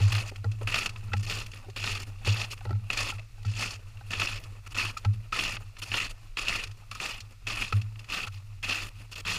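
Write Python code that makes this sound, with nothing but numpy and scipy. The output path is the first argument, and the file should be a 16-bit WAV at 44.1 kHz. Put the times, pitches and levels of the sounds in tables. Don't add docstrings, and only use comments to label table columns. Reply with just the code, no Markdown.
import sys
import numpy as np
from scipy import signal
from scipy.fft import rfft, irfft, next_fast_len
from scipy.io import wavfile
from scipy.ndimage import uniform_filter1d

SR = 44100
rng = np.random.default_rng(int(sys.argv[2]) if len(sys.argv) > 2 else 0)


def invert_db(level):
    return 10 ** (np.asarray(level, dtype=float) / 20)


def log_audio(samples):
    frames = np.atleast_2d(samples).T
    limited = np.clip(frames, -1, 1)
    pcm = np.round(limited * 32767).astype(np.int16)
    wavfile.write(sys.argv[1], SR, pcm)


N = 413658
SIZE = next_fast_len(N + SR)
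HZ = np.arange(SIZE // 2 + 1) * SR / SIZE + 1e-3
TIME = np.arange(N) / SR


def through(x, response):
    return irfft(rfft(x, SIZE) * response, SIZE)[:N]


def unit(x):
    return x / np.sqrt(np.mean(x ** 2))


def colour(points):
    hz, db = np.transpose(points)
    return invert_db(np.interp(np.log(HZ), np.log(hz), db))


def hollow(modes, open_db):
    out = invert_db(open_db)
    for f, width, db in modes:
        out = out + invert_db(db) * 1j * HZ * width / (f ** 2 - HZ ** 2 + 1j * HZ * width)
    return out


def band(lo_hz, hi_hz):
    return 1 / np.sqrt((1 + (lo_hz / HZ) ** 4) * (1 + (HZ / hi_hz) ** 4))


def walk(rate):
    held = int(SR / rate)
    return uniform_filter1d(np.repeat(rng.standard_normal(N // 10), held)[:N], held // 2 + 1)


def bursts(times, db, decay_s):
    kicks = np.zeros(N)
    np.add.at(kicks, (np.asarray(times) * SR).astype(int).clip(0, N - 1), invert_db(db))
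    for hold_s in (decay_s, decay_s / 4):
        kicks = signal.lfilter([1], [1, -np.exp(-1 / (hold_s * SR))], kicks)
    return kicks * 6 / (decay_s * SR)


# start_s, crush_db, crack_peak_db, snow_airiness_db, drag_db (of the swing before)
HEELS = [(0.0, -39.5, -38, 2.5, -52.5), (0.6727, -31, -10.5, -4.5, -59), (1.264, -43.5, -33, 4.5, -59),
         (1.7618, -36.5, -21, 1.5, -64), (2.2478, -41, -19, 3.5, -59.5), (2.9016, -35, -6.5, 0.5, -62),
         (3.45, -49, -40, 6.5, -65.5), (4.1055, -33, -25.5, -1.5, -66), (4.7456, -50, -19, -1.3, -63),
         (5.3229, -47, -17, -1, -60), (5.9165, -34.5, -9, -3.5, -66.5), (6.37, -27.5, -10, -7, -64),
         (7, -54, -12, 0, -63.5), (7.4684, -33.5, -15, -2.5, -67), (8.087, -39.5, -40, -1.5, -61),
         (8.628, -34, -24, 0, -67), (9.25, -34.5, -16, -1.5, -64)]
# full_weight_s, lifts_s, crush_db, rise_db_per_s, fade_db_per_s
ROLLS = [(0.129, 0.233, -33, 302, 87), (0.748, 0.88, -27, 600, 90), (1.31, 1.447, -32, 600, 103),
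         (1.868, 1.988, -33.5, 196, 45), (2.26, 2.466, -35, 590, 25), (2.984, 3.121, -30, 600, 40),
         (3.612, 3.768, -35, 200, 86), (4.22, 4.394, -32.5, 202, 51), (4.785, 4.921, -28, 338, 76),
         (5.391, 5.576, -28, 132, 68), (5.952, 6.085, -27, 592, 85), (6.504, 6.658, -28.5, 700, 61),
         (7.097, 7.22, -33, 12, 202), (7.622, 7.752, -32.5, 55, 156), (8.123, 8.256, -31.5, 480, 60),
         (8.695, 8.85, -30.5, 900, 49), (9.282, 9.407, -30.5, 646, 31)]
# start_s, length_s,
# level_db
SCUFFS = [(0.255, 0.031, -50), (0.277, 0.028, -47), (0.616, 0.024, -50), (1.11, 0.018, -73),
          (1.164, 0.023, -47.5), (1.189, 0.031, -50.5), (1.225, 0.035, -43), (1.46, .014, -40.5),
          (1.539, 0.044, -58), (1.992, 0.051, -44), (2.502, 0.044, -43), (3.083, 0.085, -54),
          (3.425, 0.014, -52), (4.06, 0.069, -59), (4.661, 0.021, -47), (4.704, 0.033, -52.5),
          (5.13, 0.024, -61), (5.782, 0.022, -43), (5.816, 0.03, -38), (5.844, 0.076, -48),
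          (6.093, 0.029, -43.5), (6.666, 0.015, -53), (6.91, 0.096, -54), (7.74, 0.043, -58),
          (8.264, 0.024, -43), (8.316, 0.074, -57.5), (8.843, 0.052, -48.5), (8.943, 0.084, -63.5),
          (9.111, 0.039, -47), (9.153, 0.062, -44)]
HEEL_FADE_DB_S, LANDING_S, LIFTING_S = 81, 0.0019, 0.021
SETTLE_DB, SETTLE_S, DRAG_FLICKER_DB, SCUFF_EDGE_S = 8.5, 0.078, 3, 0.0072


def gait():
    press, swing, airy_db, lifted = np.zeros(N), np.zeros(N), np.zeros(N), -1
    for heel, (full, lifts, roll_db, rise, fade) in zip(HEELS, ROLLS):
        lands, heel_db, _, air_db, drag_db = heel
        a, b, c = (max(int(s * SR), 0) for s in (lifted, lands, lifts))
        t = TIME[b:c]
        roll = roll_db - np.where(t < full, rise * (full - t), fade * (t - full))
        strike = heel_db - HEEL_FADE_DB_S * (t - lands)
        landing = (t - lands + LANDING_S / 2) / LANDING_S
        lifting = (lifts - t) / LIFTING_S + 0.2
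        contact = np.minimum(np.minimum(landing, lifting), 1)
        press[b:c] = np.hypot(invert_db(strike), invert_db(roll)) * contact
        swing[a:c] = invert_db(drag_db + SETTLE_DB * np.exp(-(TIME[a:c] - lifted) / SETTLE_S))
        airy_db[b:c], lifted = air_db, lifts
    scuff = np.zeros(N)
    for s, length, db in SCUFFS:
        edges = np.minimum(TIME - s, s + length - TIME) / SCUFF_EDGE_S
        scuff += invert_db(db) * np.clip(edges, 0, 1)
    return press, swing * invert_db(DRAG_FLICKER_DB * walk(30)), scuff, airy_db


# start_s, peak_db, high_share_db (re peak)
SNAPS = [(0.124, -16, -6), (0.18, -12, -26), (0.742, -1, -19), (0.7866, -14.5, -4), (0.8585, -4, -13),
         (1.297, -20, -2.5), (1.8398, -7.5, -16), (1.874, -8.5, -22), (2.4138, -11.5, -9.5),
         (2.9297, -9, -12), (2.972, -12.5, -3.5), (3.003, -18, -37), (3.6083, -14.5, -6),
         (4.133, -8.5, -24), (4.197, -7.5, -10), (4.217, -3.5, -27), (5.3616, -10, -33), (5.389, -11, -14),
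         (5.436, -11, -9), (5.567, -12.5, -36), (5.9413, -2.5, -33), (6.4824, -9.5, -7.5),
         (6.4933, -10.5, -16), (6.553, -12, -16), (6.6368, -26, 2), (7.5007, -11.5, -32), (7.62, -9.5, -16),
         (7.7248, -14.5, -14), (8.691, -21, -21), (9.268, -13, -20)]
# start_s, peak_db, high_share_db (re peak)
CRUMBS = [(0.2864, -29, -22), (0.3586, -23.5, -12.5), (0.5152, -28, -6.5), (0.892, -20, -7.5),
          (0.9597, -22, -28), (1.1327, -9.5, -23), (1.515, -31, -2), (1.5346, -22.5, -20),
          (1.568, -30.5, -27), (1.6985, -30.5, -8), (2.513, -33, 10.5), (2.576, -27, -14),
          (2.6075, -30, -27), (3.1828, -24, -35), (3.1937, -24.5, -23), (3.971, -31, -20),
          (4.4363, -34.5, 3.5), (4.972, -33, 10.5), (5.048, -16, -15.5), (5.767, -22.5, -25),
          (6.6727, -24, -13), (6.712, -31.5, -6), (6.9123, -23.5, -2), (6.949, -28, 1.5),
          (7.2036, -28.5, 2), (7.8147, -24.5, -6.5), (7.957, -29, -32), (7.992, -26, -7.5),
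          (8.043, -31, -8), (9.1595, -21, -20)]
CRACK_HIGH_DB = -32
SMALL_PER_S, SMALL_OVER_DB, SMALL_SPREAD_DB, SMALL_HIGH_DB = 30, 8, 2.5, -13.5


def crusts(press):
    cracks = [(s, db, CRACK_HIGH_DB) for s, _, db, _, _ in HEELS]
    chance = rng.random((SMALL_PER_S * N // SR, 3))
    at = (chance[:, 0] * N).astype(int)
    crush_db = 20 * np.log10(press[at] + 1e-9)
    small_db = crush_db + SMALL_OVER_DB - SMALL_SPREAD_DB * np.log(chance[:, 1] + 1 / 10)
    small = np.transpose([at / SR, small_db, SMALL_HIGH_DB + 12 * (chance[:, 2] - .5)])
    return np.vstack([cracks, SNAPS, CRUMBS, small]).T


PATCHY_DB = 1.4
SLIP_TOP_DB = 6.5


def crystals(rate, spread_db, own_db, shared_db):
    out, pack = 0, shared_db * walk(140)
    for hz in 170 * 2 ** np.arange(0, 6.8, .45):
        chance = rng.random((2, N))
        sizes = invert_db(-spread_db * np.log(chance[1] + 1e-9)) * rng.standard_normal(N)
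        dense = unit((chance[0] < rate / SR) * sizes + 0.31 * rng.standard_normal(N))
        slip_db = np.minimum(pack + own_db * walk(min(hz / 12, 200)), SLIP_TOP_DB)
        evenness = min(1., (4000 / hz) ** 0.15)
        slips = invert_db(slip_db * evenness + PATCHY_DB * walk(18))
        out = out + rfft(dense * slips, SIZE) * np.exp(-(np.log2(HZ / hz) / .38) ** 2)
    return unit(irfft(out, SIZE)[:N])


# centre_hz, width_hz, level_db
CASE = [(1290, 205, -11), (1810, 430, -13.5), (2611, 280, -1), (3260, 180, -16.5), (4320, 1160, -13.5),
        (6730, 580, -21), (8300, 490, -33), (10550, 890, -20.5), (12900, 1400, -23)]
# frequency_hz, level_db
SNOW = [(100, 18.5), (300, 4.5), (1000, 1.5), (3000, 3), (7480, -5), (7720, -6.5), (10800, -10.5),
        (12000, -15.5), (15500, -17)]
# centre_hz, width_hz, level_db
DIPS = [(1632, 59, -15.5), (2100, 59, -0.5), (3190, 43, -12.5), (3915, 92, -18), (7850, 370, -2),
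        (11370, 980, -4.5)]
PRESS_SHARE_DB, SWING_SHARE_DB, SCUFF_SHARE_DB = (-15, -6, -19.5), (-4, -21, -14), (-13.5, -4, -10)
FOLLOWS_AIR = (0.69, 1.16, 0.4)
DRIFT_DB = 4.5


def boots(press, swing, scuff, airy_db):
    dips = invert_db(sum(db / (1 + (2 * (HZ - f) / w) ** 2) for f, w, db in DIPS))
    ear = hollow(CASE, -16.5) * colour(SNOW) * dips
    bands_hz = ((1150, 3900), (140, 1150), (3900, 7700), (7700, 20000))
    shapes = [ear * band(lo, hi) ** 2 for lo, hi in bands_hz]
    grains, crust = crystals(5000, 1.8, 3.27, 2.2), rng.standard_normal(N)
    when, peak_db, high_db = crusts(press)
    snaps = [bursts(when, peak_db - 17.5, 0.0031),
             bursts(when, peak_db - 35.5, 0.0099),
             bursts(when, peak_db + high_db - 17, 0.0073),
             bursts(when, peak_db + high_db - 27.0, 0.0044)]
    crush = [press + swing + scuff]
    for p, s, b, follows in zip(PRESS_SHARE_DB, SWING_SHARE_DB, SCUFF_SHARE_DB, FOLLOWS_AIR):
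        crush.append(press * invert_db(p + follows * airy_db) + swing * invert_db(s) + scuff * invert_db(b))
    crush[3] = crush[3] + swing * invert_db(SWING_SHARE_DB[2] - 7.5 + DRIFT_DB * walk(29))
    out = 0
    for level, trim_db, snap, shape in zip(crush, (-4.0, 1.0, -4.0, 0.0), snaps, shapes):
        out = out + through(grains * level * invert_db(trim_db), shape) / np.std(through(grains, shape))
        out = out + through(crust * snap, shape) / np.std(through(crust, shape))
    return out


# start_s, click_peak_db, pole_ring_db
KNOCKS = [(0.002, -33, -21.5), (0.107, -62, -23.5), (0.443, -34, -24.5), (0.612, -40, -35.5),
          (0.619, -62, -36.5), (1.028, -51, -33), (1.081, -45, -30), (1.135, -23, -21), (1.412, -47, -33),
          (1.878, -49, -35.5), (2.262, -31.5, -20), (2.652, -35.5, -28), (2.67, -46, -55),
          (2.692, -42, -55), (2.706, -37.5, -23.5), (2.728, -44, -55), (2.751, -47, -43), (2.795, -55, -48),
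          (3.122, -41, -35.5), (3.447, -44, -25.5), (4.009, -46, -65), (5.049, -32, -19), (7.724, -29, -20)]
# time_s, level_db
SWAY = [(0.0, -20), (0.29, -42.5), (1.17, -35.5), (1.54, -43.5), (2.66, -44.5), (3.11, -45.5), (4.67, -44),
        (5.2, -43), (5.33, -45.5), (7.42, -52), (7.84, -44.5), (9.38, -43)]
# pitch_hz, level_db, t60_s
POLE = [(96.77, 4.5, 0.39), (107.14, 3, 0.6), (203.6, -13, 0.44)]
# centre_hz, width_hz, level_db
STRUCK = [(460, 150, 5), (826, 65, 14), (1330, 47, 17.5), (1900, 95, 5), (2550, 87, -44), (3070, 240, -9),
          (4150, 710, 1.5)]
RUMBLE_DB, RUMBLE_EASES_DB_S, RUMBLE_STEP_DB, HUM_STEP_DB, JOLT_S = -46, .5, 3.5, 1, 0.29


def pole(press):
    s, click_db, ring_db = np.transpose(KNOCKS)
    t, sway_db = np.transpose(SWAY)
    jolt = unit(uniform_filter1d(press, int(JOLT_S * SR)))
    ring = 0
    for k, (f, db, t60) in enumerate(POLE):
        decay = np.log(1000) / t60
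        width = decay / np.pi
        mode = invert_db(db) * f * width / (f ** 2 - HZ ** 2 + 1j * HZ * width)
        ring = ring + (-1) ** k * mode / (decay / SR) / 2
    blows = through(bursts(s + 0.0052 * (s > .1), ring_db - 40, 0.0017), ring)
    shake = rng.standard_normal(N) * invert_db(4.0 * walk(14))
    hum_db = np.interp(TIME, t, sway_db) + HUM_STEP_DB * jolt
    hum = unit(through(shake, ring * band(44, 147) ** 2)) * invert_db(hum_db)
    strikes = rng.standard_normal(N) * bursts(s, click_db + 6.0, 0.0033)
    clicks = through(strikes, hollow(STRUCK, -32) * band(170, 2900))
    rumble_db = RUMBLE_DB - RUMBLE_EASES_DB_S * TIME + RUMBLE_STEP_DB * jolt
    rumble = unit(through(rng.standard_normal(N), band(8.5, 49) ** 3)) * invert_db(rumble_db)
    return blows + hum + clicks + rumble


# start_s, peak_db, pitch_hz
TAPS = [(0.314, -31.5, 400), (0.442, -28, 460), (0.454, -38, 428), (0.611, -25.5, 490), (0.635, -39, 440),
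        (0.954, -43, 1060), (1.117, -30.5, 1360), (1.132, -34, 1330), (1.638, -39.5, 780),
        (1.662, -42, 318), (1.683, -32.5, 392), (2.213, -41, 780), (2.273, -22.5, 466), (2.606, -37, 780),
        (2.654, -33, 476), (2.695, -33, 276), (2.705, -26.5, 334), (3.187, -40.5, 634), (3.379, -49, 820),
        (3.449, -54, 1290), (4.009, -37.5, 800), (4.665, -38, 1330), (4.967, -24.5, 1286),
        (5.046, -32, 824), (5.326, -19, 1290), (6.821, -46, 735), (6.915, -28.5, 1240),
        (6.952, -27.5, 1266), (7.725, -20.5, 1312), (8.272, -28.5, 1330)]


def taps(t60=0.052, rattle=1.0):
    out, t = np.zeros(N + SR), np.arange(SR // 10) / SR
    push = (1 - np.exp(-t / 0.003)) * 1000 ** (-t / t60)
    for (s, db, hz), chance in zip(TAPS, rng.standard_normal((len(TAPS), len(t)))):
        ring = np.sin(2 * np.pi * hz * t) + 0.4 * np.sin(2 * np.pi * 1.9 * hz * t)
        rough = 1 + rattle * unit(uniform_filter1d(chance, size=150))
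        start = int(s * SR)
        out[start:start + len(t)] += invert_db(db - 3.5) * ring * rough * push
    return out[:N]


# frequency_hz, level_db (per Hz)
HISS = [(76, -11), (130, 4), (165, -29), (909, -30), (1330, -16.5), (1590, -24.5), (2630, -16), (3090, -24),
        (4340, -19.5), (12600, -33), (15700, -35)]
HISS_DB = -59


def woods():
    return unit(through(rng.standard_normal(N), colour(HISS))) * invert_db(HISS_DB - 2.5 + 0.5 * walk(28))


def scene():
    press, swing, scuff, airy_db = gait()
    return (boots(press, swing, scuff, airy_db) + pole(press) + taps() + woods())[None]


def band_limit(x):
    return signal.sosfilt(signal.butter(12, 15810, fs=SR, output="sos"), x)


def record(dry):
    top_hz = 15290
    low_pass = signal.ellip(12, .2, 60, top_hz, fs=SR, output="sos")
    return band_limit(signal.sosfilt(low_pass, dry))


dry = scene()
out = record(dry)
log_audio(out)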